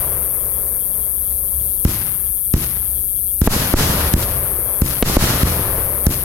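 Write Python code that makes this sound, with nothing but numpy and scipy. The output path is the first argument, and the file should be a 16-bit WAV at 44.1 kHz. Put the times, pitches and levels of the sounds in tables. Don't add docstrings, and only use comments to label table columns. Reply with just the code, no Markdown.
import sys
import numpy as np
from scipy import signal
from scipy.fft import rfft, irfft, next_fast_len
from scipy.io import wavfile
from scipy.ndimage import uniform_filter1d, minimum_filter1d

SR = 44100
rng = np.random.default_rng(int(sys.argv[2]) if len(sys.argv) > 2 else 0)


def wav_record(signal):
    frames = np.transpose(np.atleast_2d(signal))
    bounded = np.clip(frames, -1, 1)
    quanta = np.round(bounded * 32767).astype(np.int16)
    wavfile.write(sys.argv[1], SR, quanta)


N = 275164
TIME_S = np.arange(N) / SR

# freq_hz, density_db
TREE_ECHO_SPECTRUM = [(20, -10), (60, 4), (140, 4.5), (300, -4), (550, -7), (800, -10), (1200, -8.5),
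                      (2500, -13), (5000, -11), (9000, -14.5), (15000, -19.5)]


def launches():
    # start_s, peak_db, hiss_db, echo_db
    shots = [(1.852, 15, -17, 0), (2.5398, 16, -16, -1.5), (3.4172, 12, -19, -2), (4.1395, 16, -11, 0),
             (4.8196, 13, -19, -1), (5.4327, 10, -14, -3), (6.0682, 16, -12, -.5)]
    # freq_hz, density_db
    thump_spectrum = [(15, -26), (35, -4.5), (65, 1), (120, -4.5), (230, -7.5), (350, -16), (480, -23),
                      (700, -34.5), (1500, -33.5), (3000, -48), (14000, -44)]
    # pitch_hz, level_re_thump_db, t60_s
    tube_modes = [(170, -40, .27), (237, -37.5, .3), (333, -39, .35), (410, -48, .2), (533, -51, .2)]
    # delay_s, level_re_thump_db
    reflectors = [(0.0119, -19), (0.0248, -19.5), (0.0334, -30.5), (.0405, -26.5)]
    # freq_hz, density_db
    field_spectrum = [(20, -22), (55, 8.5), (135, 11), (210, -0.5), (330, -2.5), (600, -9), (1500, -9),
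                      (3000, -10), (6000, -8.5), (10000, -10), (15000, -37)]
    hiss_lead_s, trees_s, forest_s = .0035, .08, .45
    out = np.zeros((2, N))
    thump = blast(thump_spectrum, swing_hz=15)
    far_thud = lowpass(thump, 90)
    age_s = np.arange(SR // 2) / SR
    ring = sum(amp(db - 60 * age_s / t60_s) * np.sin(2 * np.pi * hz * age_s)
               for hz, db, t60_s in tube_modes)
    hiss_age = np.arange(SR // 100) / SR / hiss_lead_s
    hiss_envelope = np.sqrt(hiss_age) * amp(-hiss_age ** 4)
    for start_s, peak_db, hiss_db, echo_db in shots:
        hiss = hiss_envelope * rng.standard_normal((2, len(hiss_age)))
        add(out, start_s - hiss_lead_s, amp(hiss_db) * hiss)
        add(out, start_s, amp(peak_db) * thump)
        add(out, start_s, amp(peak_db) * ring)
        for delay_s, level_db in reflectors:
            add(out, start_s + delay_s, amp(peak_db + level_db) * thump)
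        field = roll(field_spectrum, rise_s=.032, early=.6, t60_scale=.66, grain_db=2.5, size=SR)
        trees = roll(TREE_ECHO_SPECTRUM, rise_s=.0028, early=.22, t60_scale=.17, grain_db=4, size=SR // 3)
        add(out, start_s, amp(echo_db - 17.5) * field)
        add(out, start_s + trees_s, amp(echo_db - 23) * trees)
        add(out, start_s + forest_s, amp(peak_db - 37.5) * far_thud)
    return out


def bursts():
    # start_s, level_db, crack_hz, echo_db, bounce_s, slap_s
    shells = [(-.58, 25, 2000, -1, .003, .08), (3.4743, 27, 1800, -0.5, 0.0043, 0.0885),
              (3.739, 27, 1119, 1, 0.0031, 0.068), (5.0259, 26.5, 4090, -0.5, 0.00415, 0.072),
              (5.1683, 25.5, 1182, 1, 0.0033, 0.071)]
    # freq_hz, density_db
    bang_spectrum = [(8, -6), (20, 0.5), (60, 1), (200, -2), (500, -10.5), (1000, -22), (2500, -30),
                     (4500, -57), (6500, -24), (15000, -62)]
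    # freq_hz, density_db
    forest_spectrum = [(20, -10.5), (65, 4.5), (140, -4), (280, -28), (550, -15), (1100, -18), (6000, -81)]
    # freq_hz, density_db
    far_spectrum = [(30, -11), (70, 6.5), (150, 2.5), (240, -6), (360, 1.5), (590, 3.5), (760, -10),
                    (1050, -5), (1400, -11.5), (1800, -12.5), (2400, -15), (3200, -27), (5000, -20.5)]
    forest_s, crack_t60_s = .426, .021
    out = np.zeros((2, N))
    bang = blast(bang_spectrum, swing_hz=238)
    dull_bang = lowpass(bang, 620)
    age_s = np.arange(SR // 50) / SR
    for start_s, level_db, crack_hz, echo_db, bounce_s, slap_s in shells:
        crack = lowpass(lowpass(rng.standard_normal(len(age_s)), crack_hz), crack_hz / 2)
        add(out, start_s, amp(level_db + 1.5 - 60 * age_s / crack_t60_s) * crack)
        add(out, start_s, amp(level_db) * lowpass(bang, crack_hz))
        add(out, start_s + bounce_s, amp(level_db - 6) * lowpass(bang, 860))
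        add(out, start_s + slap_s, amp(level_db - 28.5) * dull_bang)
        add(out, start_s + forest_s, amp(level_db - 34) * dull_bang)
        trees = roll(TREE_ECHO_SPECTRUM, rise_s=.14, early=1, t60_scale=1.146, grain_db=.5,
                     size=3 * SR // 2)
        forest = roll(forest_spectrum, rise_s=.051, early=.46, t60_scale=.7, grain_db=2.5, size=SR)
        far = roll(far_spectrum, rise_s=.3, early=.12, t60_scale=4.31, grain_db=1.5, size=3 * SR)
        add(out, start_s, amp(echo_db - 10.5) * trees)
        add(out, start_s + forest_s, amp(echo_db - 19) * forest)
        add(out, start_s, amp(echo_db - 25.5) * far)
    return out


def blast(spectrum, swing_hz, size=16384):
    hz = np.fft.rfftfreq(size, 1 / SR)
    cepstrum = irfft(np.log(amp(along(spectrum, hz))))
    minimum_phase = np.exp(rfft(2 * cepstrum[:size // 2], size))
    allpass = (swing_hz - 1j * hz) / (swing_hz + 1j * hz)
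    pulse = irfft(minimum_phase * allpass)[:size // 2]
    pulse /= np.abs(pulse).max()
    lag_samples = 5
    return np.array([np.pad(pulse, (lag_samples, 0)), np.pad(pulse, (0, lag_samples))])


def roll(spectrum, rise_s, early, t60_scale, grain_db, size):
    # freq_hz, base_t60_s
    decay = [(60, 2.1), (200, 1.1), (500, 1.46), (1200, 1.81), (2500, 1.45), (5000, 1.06), (12000, 0.58)]
    noise = diffuse(spectrum, size)
    echoes = unit(noise * amp(grain_db * wobble(350, size) + 1.16 * wobble(30, size)))
    hz, age_s, bands = signal.stft(echoes, SR, nperseg=512)
    fade = amp(-60 * age_s / (t60_scale * along(decay, hz)[:, None]))
    tail = signal.istft(bands * fade, nperseg=512)[1][:, :size]
    build = 1 - (1 - early) / (1 + (np.arange(size) / SR / rise_s) ** 4)
    return tail * build


def bush_cricket():
    pace_hz, drift, jitter = 195.65, .0011, .0028
    from_hz, to_hz, sweep_s, edge_s = 15800, 8700, .0028, .0006
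    wing_hz, wing_width_hz = 11700, 4000
    direct_db, grass_left_db, grass_right_db, grass_t60_s = -16.8, -26, -33, .035
    rate_hz = pace_hz * (1 + drift * wobble(2) + jitter * wobble(pace_hz))
    pulses = np.cumsum(rate_hz) / SR
    age_s = pulses % 1 / rate_hz
    fall_per_s = np.log(from_hz / to_hz) / sweep_s
    pitch_hz = from_hz * np.exp(-fall_per_s * age_s)
    turns = (from_hz - pitch_hz) / fall_per_s
    detune = 1 + .0051 * rng.standard_normal(2 * SR)[pulses.astype(int)]
    stroke = np.sin(np.pi / 2 * np.clip(np.minimum(age_s, sweep_s - age_s) / edge_s, 0, 1)) ** 2
    wing = 1 / np.hypot(1, 2 * (pitch_hz - wing_hz) / wing_width_hz)
    song = unit(stroke * wing * np.sin(2 * np.pi * detune * turns))
    song *= amp(.085 * wobble(7) + .72 * wobble(180))
    delay_s = np.arange(SR // 25) / SR
    grass = rng.standard_normal((2, len(delay_s))) * amp(-60 * delay_s / grass_t60_s)
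    left, right = signal.fftconvolve(song[None], grass, axes=1)[:, :N]
    return np.array([amp(direct_db) * song + amp(grass_left_db) * unit(left),
                     amp(grass_right_db) * unit(right)])


def night_drone():
    # freq_hz, density_db
    spectrum = [(20, -17.5), (45, -4), (58, -9), (66, 6), (76, -12.5), (95, -13.5), (160, -19), (300, -28),
                (500, -26), (1000, -41), (2400, -48), (4200, -35.5), (5500, -45), (8000, -34),
                (15000, -26.5)]
    return amp(-30.5 + .95 * wobble(11)) * diffuse(spectrum, N)


def grass_insects():
    # freq_hz, density_db
    spectrum = [(5000, -67), (7500, -24), (9000, 3), (10300, 3), (12000, -1), (14000, -10), (15500, 3)]
    return amp(np.interp(TIME_S, [.7, 1.3], [-30.5, -37])) * diffuse(spectrum, N)


def faint_chirps():
    # freq_hz, density_db
    spectrum = [(2700, -50), (3100, 16), (3300, 22), (3500, 18.5), (3900, -60)]
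    beats = np.cumsum(9 * (1 + .42 * wobble(9.3))) / SR
    bouts = np.clip(1.8 + .5 * wobble(5.9), 0, 1)
    return amp(-50) * bouts * np.sin(np.pi * beats) ** 4 * diffuse(spectrum, N)


def diffuse(spectrum, size):
    # freq_hz, correlation
    likeness = [(100, 1), (250, 0.98), (500, 0.7), (1000, 0.43), (2000, 0.071), (4000, -0.36), (10000, 0.5)]
    fft_size = next_fast_len(size, real=True)
    hz = np.fft.rfftfreq(fft_size, 1 / SR)
    correlation = along(likeness, hz)
    white = rng.standard_normal((2, len(hz), 2)).view(complex)[..., 0]
    coloured = white * amp(along(spectrum, hz))
    mid, side = irfft(coloured * np.sqrt([1 + correlation, 1 - correlation]), fft_size)[:, :size]
    return unit(np.array([mid + side, mid - side]))


def amp(db):
    return 10 ** (np.asarray(db) / 20)


def unit(x):
    return x / np.sqrt(np.mean(x ** 2) + 1e-20)


def along(points, hz):
    freq_hz, values = np.transpose(points)
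    return np.interp(np.log(hz + 1), np.log(freq_hz), values)


def wobble(rate_hz, size=N):
    knots = rng.standard_normal(int(size * rate_hz / SR) + 2)
    return 1.24 * np.interp(np.arange(size) * rate_hz / SR, np.arange(len(knots)), knots)


def filtered(x, response):
    size = x.shape[-1]
    fft_size = next_fast_len(size + SR // 4)
    return irfft(rfft(x, fft_size) * response(np.fft.rfftfreq(fft_size, 1 / SR)), fft_size)[..., :size]


def lowpass(x, corner_hz):
    return filtered(x, lambda hz: 1 / (1 + 1j * hz / corner_hz))


def add(track, start_s, sound):
    start = round(start_s * SR)
    part = sound[..., max(-start, 0):max(N - start, 0)]
    track[..., max(start, 0):max(start, 0) + part.shape[-1]] += part


def limiter(x, ceiling_db, hold_s, release_s, slow_share, slow_release_s):
    over_db = np.maximum(20 * np.log10(np.abs(x).max(axis=0) + 1e-9) - ceiling_db, 1e-9)
    decay = TIME_S / release_s
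    fast_db = np.exp(np.maximum.accumulate(np.log(over_db) + decay) - decay)
    held_db = np.maximum(fast_db, np.interp(TIME_S - hold_s, TIME_S, fast_db))
    step = 1 / (slow_release_s * SR)
    slow_db = slow_share * signal.lfilter([step], [1, step - 1], held_db)
    gain_db = minimum_filter1d(-np.maximum(held_db, slow_db), size=13)
    return x * amp(uniform_filter1d(gain_db, size=13))


def scene():
    return launches() + bursts() + bush_cricket() + night_drone() + grass_insects() + faint_chirps()


def record(dry):
    limited = limiter(dry, ceiling_db=-.93, hold_s=.006, release_s=.025, slow_share=.69,
                      slow_release_s=.13)
    return filtered(limited, lambda hz: hz < 15850)


dry = scene()
out = record(dry)
wav_record(out)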